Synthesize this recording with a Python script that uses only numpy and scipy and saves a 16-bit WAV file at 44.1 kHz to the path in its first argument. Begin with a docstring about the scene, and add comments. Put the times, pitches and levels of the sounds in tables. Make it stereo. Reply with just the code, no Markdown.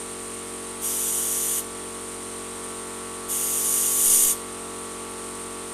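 """Airbrush and compressor in a tin-roofed workshop

An airbrush lays two bursts of paint on a panel: turbulent noise, gated by the trigger and combed by an echo.
A small compressor chugs throughout as a sum of stroke harmonics, over a rush of broadband noise.
With each stroke air sizzles through its valve: partly repeating noise, with faint whistles from narrow resonances.
The jet sputters, shifts colour as the hand moves and rings briefly in the shed.
At full blast low-frequency eddies and a pressure thump reach the left microphone port as the panel flutters."""
import sys
import numpy as np
from scipy import signal
from scipy.fft import rfft, irfft
from scipy.io import wavfile
from scipy.ndimage import map_coordinates

SR = 44100
rng = np.random.default_rng(int(sys.argv[2]) if len(sys.argv) > 2 else 0)


def master_out(mix):
    """Clip the mix to full scale and print it as 16-bit PCM to the path in sys.argv[1]."""
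    frames = np.transpose(np.atleast_2d(mix))
    ceiling = np.clip(frames, -1, 1)
    pcm = np.round(ceiling * 32767).astype(np.int16)
    wavfile.write(sys.argv[1], SR, pcm)


N = 252693
TIME = np.arange(N) / SR  # s
FREQS = np.maximum(np.fft.rfftfreq(N, 1 / SR), 1)  # Hz, kept off zero

# Strong compressor harmonics, before buzz and drift:
# [multiple of the stroke rate/1, left level/dB, right level/dB]
HARMONICS = [(1, -57, -58), (2, -54, -55), (3, -67, -74), (4, -53, -53), (5, -48, -47), (6, -51, -52),
             (7, -50, -53), (8, -46, -45), (9, -49, -49), (10, -43, -45), (11, -66, -64), (12, -59, -62),
             (13, -51, -56), (14, -54, -61), (15, -49, -65), (16, -62, -72), (17, -55, -58), (18, -59, -56),
             (19, -49.5, -58), (20, -63, -62), (21, -47.5, -57), (22, -60, -62), (23, -56, -56),
             (24, -46, -56), (25, -49, -48), (26, -61, -62), (27, -58, -61), (28, -55, -53), (29, -51, -54),
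             (30, -52, -61), (32, -58, -64), (33, -59, -62), (35, -64, -70), (36, -68, -70), (37, -68, -64),
             (39, -57, -59), (42, -54, -70), (44, -61, -67), (47, -59, -59), (49, -60, -68), (58, -61, -70),
             (63, -62, -71)]
# Casing buzz, in full at the casing resonance: [t/s, level/dB]
CASING_BUZZ = [(0, -2), (2.15, -2), (3.2, 1.5), (5.73, 0.5)]
# Standing waves in the shed put the ports out of step: [f/Hz, phase lead of the left/rad]
STANDING_WAVES = [(200, 0), (460, .3), (660, 1.5), (850, .5), (970, 2.2), (1150, .4), (1290, 1.8),
                  (1400, .7), (2000, 1.3)]
# Rush of the compressor and the shed: [f/Hz, left level/(dB per Hz), right level/(dB per Hz)]
RUSH_SPECTRUM = [(25, -85.5, -83), (80, -85, -85), (160, -87.5, -87), (290, -75.5, -76.5), (400, -76, -77),
                 (560, -80, -81), (740, -81, -86), (1180, -74.5, -77), (1600, -80.5, -82.5),
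                 (2200, -79, -81), (3400, -79, -81), (5000, -82, -83)]
# Air through the pump's valve, before its fade: [f/Hz, left level/(dB per Hz), right level/(dB per Hz)]
VALVE_SPECTRUM = [(4600, -96, -100), (5560, -81, -83.5), (6840, -77.5, -78), (7400, -77.5, -73.5),
                  (8230, -69, -78), (8440, -66.5, -67), (8480, -73.5, -72), (8670, -66, -67.5),
                  (9070, -63.5, -66.5), (9510, -73.5, -75.5), (10100, -71.5, -79), (10570, -78.5, -78.5),
                  (11570, -81.5, -87), (12400, -87.5, -93), (13100, -84, -93), (14300, -90, -101)]
# Whistles of the valve, before its fade: [f/Hz, left level/dB, right level/dB]
VALVE_WHISTLES = [(8425, -52, -54), (8812, -53, -45)]
# Trigger pulls: [t pressed/s, t released/s, swell while held/(dB per s), panel echo gain/1]
TRIGGER_PULLS = [(0.807, 1.585, 2.5, 0.11), (3.278, 4.309, 6, 0.26)]
# Squeezes, the trigger drawn further back: [t squeezed/s, t eased/s, extra level/dB, easing time/s]
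TRIGGER_SQUEEZES = [(1.004, 1.098, 2.5, 0.014), (1.115, 1.156, 4, 0.039), (3.6, 3.797, 1.5, 0.12),
                    (3.944, 4.192, 4.5, 0.13)]
# Jet with the resonances of the gap between hand and panel:
# [f/Hz, left relative level/dB, right relative level/dB]
JET_SPECTRUM = [(1500, -78, -83), (1900, -76.5, -80), (2300, -76.5, -79.5), (2600, -80, -82),
                (2900, -70.5, -70.5), (3300, -70.5, -70), (3600, -68.5, -67.5), (3950, -71.5, -72),
                (4400, -69, -69), (4900, -66.5, -67), (5500, -67, -67), (5880, -61.5, -64.5),
                (6250, -69, -69), (6700, -63, -62), (7050, -65.5, -65), (7400, -64.5, -66),
                (8200, -60, -60), (8750, -61, -59.5), (9400, -55, -62.5), (10000, -60, -66.5),
                (10400, -63, -65.5), (11100, -60, -66.5), (11700, -57.5, -67), (12200, -63.5, -73),
                (12600, -64, -71.5), (13100, -68, -72.5), (13900, -66, -73.5), (14300, -67, -74)]
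# Part of the jet that both ports hear alike: [f/Hz, power share/1, phase lead of the left/rad]
DIRECT_SOUND = [(1500, .2, 1.5), (2400, .05, 0), (2800, .4, 0), (3250, .1, 1), (3700, .62, 2.9),
                (4300, .97, 3.14), (4900, .88, 3.14), (5450, .92, 3.2), (5900, .35, 4.4), (6250, .8, 6.2),
                (7000, .55, 7.5), (7500, .25, 6), (8500, .15, 4.5), (9000, .5, 6.7), (9600, .6, 5.8),
                (10200, .1, 5), (11400, .55, 3.5), (12100, .1, 3), (14000, .2, 2.5)]
# Flutter of the panel at full stream: [f/Hz, left level/(dB per Hz), right level/(dB per Hz)]
PANEL_FLUTTER = [(60, -77, -75), (170, -78, -81), (400, -74, -79)]

# The compressor slows very slightly as the tank fills, and runs a little ahead or behind
STROKE_HZ, SAG_HZ_PER_S, SLIP_TURNS = 46.155, .011, 0.0018
CHUG_S_PER_HZ = .000141  # within a stroke, each Hz lower arrives this much later
VALVE_DB, VALVE_FADE_DB_PER_S = -0.17, 0.21  # starting gain and slow weakening of the hiss
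# Greatest power share of the hiss that repeats each stroke; centre and half-width of that band
SIZZLE_SHARE, SIZZLE_HZ, SIZZLE_WIDTH_HZ = .35, 8900, 900
JET_DB = -24.5  # level at which every pull starts
SQUEEZE_S = 0.14  # time the finger takes to draw back
PANEL_LAG_S = .000427  # delay of the echo off the panel
BODY_HZ, BODY_GROWTH = 3240, 0.53  # below this the jet grows more slowly; dB per dB of flow
SWAY, SWAY_HZ = 0.00792, 3  # approximate detuning share from the moving hand, and its rate
LAG_WANDER_S, LAG_WANDER_HZ = .000008, 5.8  # shift of the right path against the left
PUFF_FROM_S, PUFF_TO_S = 4.057, 4.275  # the stream, thrown back by the panel, meets the left port
PUFF_DB, PUSH_DB = -45.5, -36  # its eddies and its steady pressure
TOP_HZ = 14250  # passband edge of the final low-pass


def undb(db):
    """Logarithmic level: decibels become an amplitude ratio."""
    return 10 ** (np.asarray(db) / 20)


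def unit(x):
    """Normalisation: scale to a root-mean-square value of 1."""
    return x / np.sqrt(np.mean(x ** 2))


def walk(rate_hz):
    """Low-pass noise: a smooth random course of rms 1, changing about rate_hz times a second."""
    return unit(irfft(rfft(rng.standard_normal(N)) / (1 + (FREQS / rate_hz) ** 4), N))


def compressor(turns, casing_hz=1200, casing_width_hz=260, scatter_hz=700, unsteady=0.26,
               overtone_db=-66, overtone_fall_db=3, count=100):
    """Fourier synthesis: piston harmonics, with casing resonance, dispersion and scattered, drifting highs."""
    out = np.zeros((2, N))
    strong = {round(multiple): sides_db for multiple, *sides_db in HARMONICS}
    knots = np.linspace(0, TIME[-1], 80)
    buzz_db = np.interp(knots, *np.transpose(CASING_BUZZ))
    for multiple in range(1, count):
        hz = multiple * STROKE_HZ
        # between the strong harmonics lies a faint, uneven comb from the valve clatter
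        octaves_off = abs(np.log2(hz / casing_hz))
        faint_db = overtone_db - overtone_fall_db * octaves_off + 4.5 * rng.standard_normal(2)
        sides_db = np.array(strong.get(multiple, faint_db))
        casing = 1 / (1 + ((hz - casing_hz) / casing_width_hz) ** 2)
        scattered = hz ** 8 / (hz ** 8 + scatter_hz ** 8)
        drift = 1 + unsteady * (scattered + .08) * rng.standard_normal((2, len(knots)))
        # sqrt(2) turns rms level into sine amplitude
        left, right = np.sqrt(2) * drift * undb(sides_db[:, None] + casing * buzz_db)
        # the lows arrive late, so each stroke is a falling chug; the shed scatters the highs
        early_turns = CHUG_S_PER_HZ * hz ** 2 / 2 + scattered * rng.standard_normal()
        angle = 2 * np.pi * (multiple * turns + early_turns)
        lead = np.interp(hz, *np.transpose(STANDING_WAVES))
        out[0] += np.interp(TIME, knots, left) * np.sin(angle)
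        out[1] += np.interp(TIME, knots, right) * np.sin(angle - lead)
    return out


def colour(x, table, skirt_db=24):
    """Linear filtering: shape noise to a table's spectra, falling by skirt_db an octave past its ends."""
    hz, *sides = np.transpose(table)
    octave, points = np.log2(FREQS), np.log2(hz)
    beyond = np.abs(octave - np.clip(octave, points[0], points[-1]))
    db = np.array([np.interp(octave, points, side) for side in sides]) - skirt_db * beyond
    return irfft(rfft(x) * undb(db), N) * np.sqrt(SR / 2)


def diffuse(alike_hz):
    """Diffuse-field coherence: the ports nearly agree well below alike_hz and are unrelated well above."""
    mid, side = rfft(rng.standard_normal((2, N)))
    likeness = .97 / (1 + (FREQS / alike_hz) ** 4)
    mid, side = mid * np.sqrt(1 + likeness), side * np.sqrt(1 - likeness)
    return unit(irfft([mid + side, mid - side], N))


def rush(turns, throb=0.066):
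    """Amplitude modulation: valve and fan noise swells with each piston stroke."""
    stroke = 1 + throb * np.cos(2 * np.pi * turns)
    return colour(diffuse(alike_hz=825) * unit(stroke), RUSH_SPECTRUM)


def waver(table, width_hz):
    """Resonance: noise ringing in narrow bands gives unsteady tones."""
    tones = np.zeros((2, N))
    for hz, *sides_db in table:
        resonance = 1 / (1 + 1j * (FREQS - hz) / width_hz) ** 2
        ring = irfft(rfft(rng.standard_normal((2, N))) * resonance, N)
        tones += undb(sides_db)[:, None] * unit(ring)
    return tones


def valve(turns, ripple=0.045, flicker_db=0.53, whistle_width_hz=10):
    """Cyclic turbulence: each stroke repeats a sizzle over fresh hiss and faint resonant whistles."""
    size = round(SR / STROKE_HZ)  # samples in one stroke
    strokes = rng.standard_normal((2, size))
    sizzle = np.array([map_coordinates(stroke, [turns * size], order=5, mode="grid-wrap")
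                       for stroke in strokes])
    fresh = rng.standard_normal((2, N))
    share = SIZZLE_SHARE / (1 + ((FREQS - SIZZLE_HZ) / SIZZLE_WIDTH_HZ) ** 2)
    air = irfft(np.sqrt(share) * rfft(sizzle) + np.sqrt(1 - share) * rfft(fresh), N)
    level_db = VALVE_DB - VALVE_FADE_DB_PER_S * TIME + flicker_db * walk(25)
    pressure = (1 + ripple * np.cos(2 * np.pi * turns)) * undb(level_db)
    return pressure * (colour(air, VALVE_SPECTRUM) + waver(VALVE_WHISTLES, whistle_width_hz))


def gate(on, off, rise_s, fall_s):
    """Linear envelope: attack, hold and release, from 0 to 1 and back."""
    return np.clip((TIME - on) / rise_s, 0, 1) * np.clip(1 - (TIME - off) / fall_s, 0, 1)


def extra_flow():
    """Level growth with flow: dB above the start of a pull, from its swell and each squeeze."""
    extra_db = np.zeros(N)
    for pressed, released, db_per_s, _ in TRIGGER_PULLS:
        held_s = np.minimum(TIME, released) - pressed
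        extra_db = np.where(held_s > 0, db_per_s * held_s, extra_db)
    for squeezed, eased, db, ease_s in TRIGGER_SQUEEZES:
        extra_db = extra_db + db * gate(squeezed, eased, SQUEEZE_S, ease_s)
    return extra_db


def delay(x, seconds):
    """Phase-shift theorem: a linear phase delays by any fraction of a sample."""
    return irfft(rfft(x) * np.exp(-2j * np.pi * FREQS * seconds), N)


def shed(x, t60):
    """Exponential reverberant decay: a short, dense tail from roof and panels, different at each port."""
    t = TIME[:SR // 2]
    tail = rng.standard_normal((2, len(t))) * np.exp(-np.log(1000) * t / t60) * (t > .004)
    tail /= np.sqrt(np.sum(tail ** 2, axis=1, keepdims=True))
    return signal.fftconvolve(x[None], tail, axes=1)[:, :N]


def sway(x, late_s):
    """Doppler shift: each channel travels a path whose delay keeps changing."""
    return np.array([map_coordinates(side, [(TIME - late) * SR], order=5, mode="mirror")
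                     for side, late in zip(x, late_s)])


def airbrush(open_s=0.034, close_s=0.043, sputter_growth=0.11, room_db=-13):
    """Jet turbulence and comb interference: with more flow the hiss brightens and paint tears off unevenly."""
    extra_db = extra_flow()
    sputter = undb(sputter_growth * extra_db * walk(150))
    hz, share, lead = np.transpose(DIRECT_SOUND)
    share, lead = np.interp(FREQS, hz, share), np.interp(FREQS, hz, lead)
    jet = rng.standard_normal(N)
    straight = rfft(jet) * np.exp(-1j * np.outer([0, 1], lead))
    # the painter's hand and arm scatter the rest
    scattered = rfft(rng.standard_normal((2, N)))
    near = irfft(np.sqrt(share) * straight + np.sqrt(1 - share) * scattered, N)
    heard = 0
    for pressed, released, _, echo in TRIGGER_PULLS:
        opening = gate(pressed, released, open_s, close_s) * sputter
        # the panel, a few centimetres from the nozzle, combs the hiss into bright bands
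        combed = near + echo * delay(near, PANEL_LAG_S)
        heard = heard + combed * opening + undb(room_db) * shed(jet * opening, t60=0.3)
    heard = colour(heard, JET_SPECTRUM) / np.std(colour(near, JET_SPECTRUM))
    body = irfft(rfft(heard) / (1 + (FREQS / BODY_HZ) ** 8), N)
    treble = heard - body
    hiss = undb(JET_DB) * (body * undb(BODY_GROWTH * extra_db) + treble * undb(extra_db))
    hand_s = SWAY / (np.pi * SWAY_HZ) * walk(SWAY_HZ)
    return sway(hiss, [hand_s, hand_s + LAG_WANDER_S * walk(LAG_WANDER_HZ)])


def draught(buffet_hz=24, build_s=0.0057, settle_s=0.035, thump=0.6, thump_s=0.023):
    """Flow pressure: a puff thumps on the left port, buffets it and ebbs away while the panel flutters."""
    band = FREQS / (FREQS + 10) / (1 + (FREQS / buffet_hz) ** 1.9)
    eddies = irfft(rfft(rng.standard_normal(N)) * band, N)
    since = np.maximum(TIME - PUFF_FROM_S, 0)
    ebb = np.exp(-np.maximum(TIME - PUFF_TO_S, 0) / settle_s)
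    stream = np.minimum(since / build_s, 1) * ebb
    push = undb(PUSH_DB) * (1 + thump * np.exp(-since / thump_s))
    buffet = np.array([unit(eddies) * undb(PUFF_DB) - push, np.zeros(N)])
    return stream * (buffet + colour(diffuse(alike_hz=500), PANEL_FLUTTER))


def scene():
    """Superposition: compressor, rush, valve, airbrush and draught add linearly."""
    # integrating the stroke rate gives the count of turns
    turns = np.cumsum(STROKE_HZ - SAG_HZ_PER_S * TIME) / SR + SLIP_TURNS * walk(1)
    return compressor(turns) + rush(turns) + valve(turns) + airbrush() + draught()


def record(dry):
    """Saturation and band limiting: the loudest peaks are rounded and the top is cut steeply."""
    rounded = np.tanh(dry)
    low_pass = signal.ellip(12, .1, 80, TOP_HZ, fs=SR, output="sos")
    return signal.sosfilt(low_pass, rounded)


dry = scene()
out = record(dry)
master_out(out)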